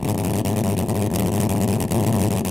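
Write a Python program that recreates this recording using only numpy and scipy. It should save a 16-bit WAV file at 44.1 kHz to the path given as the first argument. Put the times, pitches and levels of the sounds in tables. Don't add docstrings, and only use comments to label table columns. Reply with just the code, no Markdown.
import sys
import numpy as np
from scipy import signal
from scipy.fft import rfft, irfft, next_fast_len
from scipy.io import wavfile
from scipy.ndimage import uniform_filter1d

SR = 44100
rng = np.random.default_rng(int(sys.argv[2]) if len(sys.argv) > 2 else 0)


def dump(signal):
    limited = np.clip(np.atleast_2d(signal).T, -1, 1)
    pcm = np.round(limited * 32767).astype(np.int16)
    wavfile.write(sys.argv[1], SR, pcm)


N = 110250


def amp(db):
    return 10 ** (np.asarray(db) / 20)


def value_at(points, hz):
    pitches, values = np.transpose(points)
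    return np.interp(np.log(hz + 1), np.log(pitches + 1), values)


def colour(x, tone):
    size = next_fast_len(N + 8192)
    gain = amp(value_at(tone, np.fft.rfftfreq(size, 1 / SR)))
    return irfft(rfft(x, size) * gain, size)[..., :N]


def noise(tone, spread):
    mid, side = colour(rng.standard_normal((2, N)), tone)
    return np.array([mid + spread * side, mid - spread * side]) / mid.std()


def add(mix, start_s, sound):
    at = round(start_s * SR)
    sound = sound[max(-at, 0):]
    part = mix[max(at, 0):][:len(sound)]
    part += sound[:len(part)]


def bump(t, width_s):
    return np.exp(-.5 * (t / width_s) ** 2)


def with_ringing(x, notes):
    t = np.arange(SR // 5) / SR
    ring = sum(amp(db - 60 * t / ring_s) * np.cos(2 * np.pi * hz * t) for hz, db, ring_s in notes)
    return x + .5 * signal.fftconvolve(x, ring)[:N]


# pitch_hz, level_db
RUMBLE_TONE = [(15, -8), (40, -3.5), (80, -9), (200, -2), (1000, -34), (16000, -61)]

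def air_rumble():
    return amp(-43) * noise(RUMBLE_TONE, spread=0.18)


# first_s, last_s, count, strength_db, build_db, fade_db
RUNS = [ (.002, 0.013, 2, -16.5, 6, -0.5), (0.028, 0.027, 2, -6, 1, 19), (0.046, .061, 3, -5, -5.5, 11),
        (0.068, 0.125, 7, 0.5, 10.5, 8.5), (.145, 0.165, 3, -12, -7.5, 11), (0.178, .218, 5, -2.5, -1, 9.5),
        (.226, 0.281, 6, 3, 20.5, 8.5), (0.287, 0.323, 5, 6, 21, 26), (0.335, .413, 9, 1.5, 4, 10),
        (0.45, 0.548, 11, -0.5, 0, 12.5), (0.561, .616, 7, -0.5, 1.5, 11), (0.637, 0.748, 12, -1, 3, 10),
        (.768, 0.811, 5, 2.5, 5, 5), (0.824, 0.85, 4, -8.5, -5.5, 9.5), (.861, 0.871, 2, -16, -2.5, -1),
        (.885, 0.93, 6, -1.5, -0.5, 15.5), (.944, .984, 5, 1, 8.5, 11.5), (.993, 1.052, 7, -2, 3, 7),
        (1.062, 1.079, 3, -1.5, 1, 19), (1.102, 1.127, 3, -9.5, 2, 4), (1.138, 1.17, 4, 2, 0.5, 6),
        (1.186, 1.206, 3, 3, 3, 3), (1.222, 1.242, 3, -2, -3.5, 14), (1.249, 1.302, 6, 4.5, 9, 19.5),
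        (1.319, 1.397, 9, 3, 10.5, 14), (1.402, 1.469, 8, 1.5, -1, 12), (1.493, 1.544, 6, 2.5, -0.5, 12),
        (1.551, 1.59, 5, -2.5, 4.5, 10.5), (1.603, 1.661, 7, 3, 2, 19.5), (1.677, 1.717, 5, -2.5, -2.5, 1),
        (1.728, 1.772, 6, 0, -2, 13.5), (1.784, 1.792, 2, -20, -8, -5), (1.803, 1.825, 3, 3, 0, 0.5),
        (1.839, 1.86, 3, -6.5, -1.5, 18), (1.881, 1.894, 2, -11, -0.5, 4), (1.909, 1.931, 3, 4.5, 4, 5.5),
        (1.945, 1.988, 6, -3.5, -2.5, 5), (1.997, 2.047, 6, -5.5, -2.5, -5),
        (2.066, 2.117, 7, 0.5, 0.5, 20.5), (2.126, 2.153, 4, -8, -5, -5.5),
        (2.164, 2.216, 6, -3, 0.5, -3.5), (2.227, 2.284, 7, 0, -1, 7), (2.306, 2.345, 5, 1.5, 3, 14.5),
        (2.352, 2.394, 5, 0, 4.5, -1.5), (2.408, 2.424, 3, -17, -7.5, 11), (2.450, 2.493, 5, 1.5, 0.5, 1)]
STRETCH_PER_DB = .013

def firings(jitter_s=.0001, scatter_db=1.63):
    rows = []
    for first_s, last_s, count, db, build_db, fade_db in RUNS:
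        progress = np.linspace(0, 1, round(count))
        strength = db - build_db * (1 - progress) ** 4.04 - fade_db * progress ** 2.527
        gaps = np.exp(STRETCH_PER_DB * strength[1:])
        times = first_s + (last_s - first_s) * np.append(0, np.cumsum(gaps)) / gaps.sum()
        rows += zip(times, strength)
    return np.array(rows) + rng.standard_normal((len(rows), 2)) * [jitter_s, scatter_db]


# time_s, level_db
SWING_LEVEL = [(0, 0.5), (.25, -1), (.55, 0), (.75, -.5), (1.0, 0), (1.15, 0), (1.4, -0.5), (1.68, 1),
               (1.88, -1), (1.95, 1), (2.1, 1.5), (2.25, 1), (2.33, -1), (2.5, -3)]
# pitch_hz, level_db, ring_s
CAN_NOTES = [(201, -43, 0.032), (321, -40.5, 0.033), (405, -39, 0.031), (653, -44.5, 0.047)]
# pitch_hz, level_db
PRESSURE_TONE = [(20, -41), (50, -23), (72, -8), (100, 0), (150, -0.5), (200, -2), (300, 1), (450, -2.5),
                 (700, 2.5), (1000, 4.5), (1250, -6.5), (1600, -8), (3000, -20)]

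def pops_and_surges(fired, memory=0.49, stall_s=0.023, cold_db=-17, weak_db=-10, uneven=0.13):
    t = np.arange(-SR // 100, SR // 50) / SR
    times, strength = fired.T
    stalled = np.diff(times, prepend=-1) > stall_s
    previous_db = np.where(stalled, cold_db, np.roll(strength, 1))
    drive_db = (1 - memory) * strength + memory * previous_db
    pops, surges = np.zeros((2, N))
    for time_s, db in zip(times, drive_db):
        late, pop_width, surge_width, pop_size = rng.standard_normal(4)
        collapse_db = 0.89 * min(db - weak_db, 0)
        swing = amp(np.interp(time_s, *np.transpose(SWING_LEVEL)) + collapse_db)
        pop = np.exp(uneven * pop_size) * bump(t, width_s=0.0003 * np.exp(uneven * pop_width))
        add(pops, time_s + t[0], swing * amp(-13.5 + 0.12 * db) * pop)
        delay_s = 0.00495 * np.exp(STRETCH_PER_DB * db / 2) + 0.00044 * late
        surge = bump(t - delay_s, width_s=0.00095 * np.exp(uneven * surge_width))
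        add(surges, time_s + t[0], swing * amp(-12 + 0.18 * db) * surge)
    boom = (116.6, -46, 0.04)
    return colour(with_ringing(pops, CAN_NOTES) + with_ringing(surges, [boom]), PRESSURE_TONE)


def spits(fired, delay_s, width_s, tail_s, tail_db, follow, wander_s, uneven):
    t = np.arange(-SR // 100, SR // 20) / SR
    power = np.zeros(N)
    for time_s, db in fired:
        wide, late = rng.standard_normal(2)
        burst_s = width_s * np.exp(uneven * wide)
        tail = np.where(t > 0, np.exp(-abs(t) / tail_s), bump(t, 2 * burst_s))
        spit = bump(t, burst_s) ** 2 + (amp(tail_db) * tail) ** 2
        add(power, time_s + t[0] + delay_s + wander_s * late, amp(follow * db) ** 2 * spit)
    return np.sqrt(power)


def turbulence(x, patchy_db=2.0):
    spectrum = signal.stft(x, nperseg=256)[2]
    patches = rng.standard_normal(spectrum.shape[1:])
    for axis in (0, 1):
        patches = uniform_filter1d(patches, size=5, axis=axis)
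    return signal.istft(spectrum * amp(patchy_db * patches / patches.std()), nperseg=256)[1][:, :N]


# pitch_hz, level_db
HISS_TONE = [(800, -27), (1500, -28.5), (2500, -3), (4200, -6.5), (6000, -2.5), (7200, -2.5), (9000, 1.5),
             (13000, -3.5), (15200, -6.5), (16200, -16.5)]

def gas_hiss(fired):
    hiss = turbulence(noise(HISS_TONE, spread=0.1))
    loudness = spits(fired, delay_s=0.0013, width_s=0.00097, tail_s=0.0035, tail_db=-8,
                     follow=1.0, wander_s=0.00022, uneven=0.2)
    return amp(-27.5) * hiss * loudness


# pitch_hz, level_db
RASP_TONE = [(200, -3), (500, 9), (950, 4.5), (1250, 0), (1500, -7), (1800, 2), (2200, -1.5), (2600, 1),
             (4000, -10), (8000, -31), (16000, -45)]
# pitch_hz, level_db, ring_s
TIN_NOTES = [(2460, -45.5, 0.055), (2880, -51, 0.026)]

def flame_rasp(fired):
    rasp = amp(-31) * noise(RASP_TONE, spread=0.016)
    loudness = spits(fired, delay_s=0.0014, width_s=0.0015, tail_s=0.013, tail_db=-13,
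                     follow=0.71, wander_s=0.0001, uneven=0.18)
    return np.array([with_ringing(side, TIN_NOTES) for side in rasp * loudness])


# pitch_hz, fade_s
ECHO_FADE = [(100, 2.6), (400, 0.17), (2000, 0.15), (12000, 0.3)]
# pitch_hz, level_db
ECHO_TONE = [(80, -26), (200, -5.5), (400, -4.5), (900, -9), (2000, -12), (5000, -16.5), (14000, -28)]

def garden_echo(jet, spread=0.071, echoes_per_s=2000, first_echo_s=.006):
    size = SR // 2
    echoes = rng.standard_normal((2, size)) * (rng.random((2, size)) < echoes_per_s / SR)
    mid, side = echoes * (np.arange(size) > first_echo_s * SR)
    hz, t, spectrum = signal.stft([mid + spread * side, mid - spread * side], SR, nperseg=256)
    fade_s = value_at(ECHO_FADE, hz)[:, None]
    tail = signal.istft(spectrum * amp(-60 * t / fade_s) / np.sqrt(fade_s), SR, nperseg=256)[1]
    tail /= np.linalg.norm(tail[0])
    return colour(signal.fftconvolve(jet, tail, axes=1)[:, :N], ECHO_TONE)


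# pitch_hz, level_db
LEFT_LEAN = [(30, 4), (90, 2.5), (180, 3), (350, 2), (600, 2.1), (900, 1.64), (2000, -2.4), (9000, 0.9)]

def scene():
    fired = firings()
    jet = gas_hiss(fired) + flame_rasp(fired) + pops_and_surges(fired)
    left, right = jet + garden_echo(jet) + air_rumble()
    left = colour(left, [(hz, db / 2) for hz, db in LEFT_LEAN])
    right = colour(right, [(hz, -db / 2) for hz, db in LEFT_LEAN])
    return np.array([left, right])


def record(dry, top_hz=16200):
    low_pass = signal.firwin(511, top_hz, window=("kaiser", 9), fs=SR)
    return signal.oaconvolve(dry, low_pass[None], "same")


dry = scene()
out = record(dry)
dump(out)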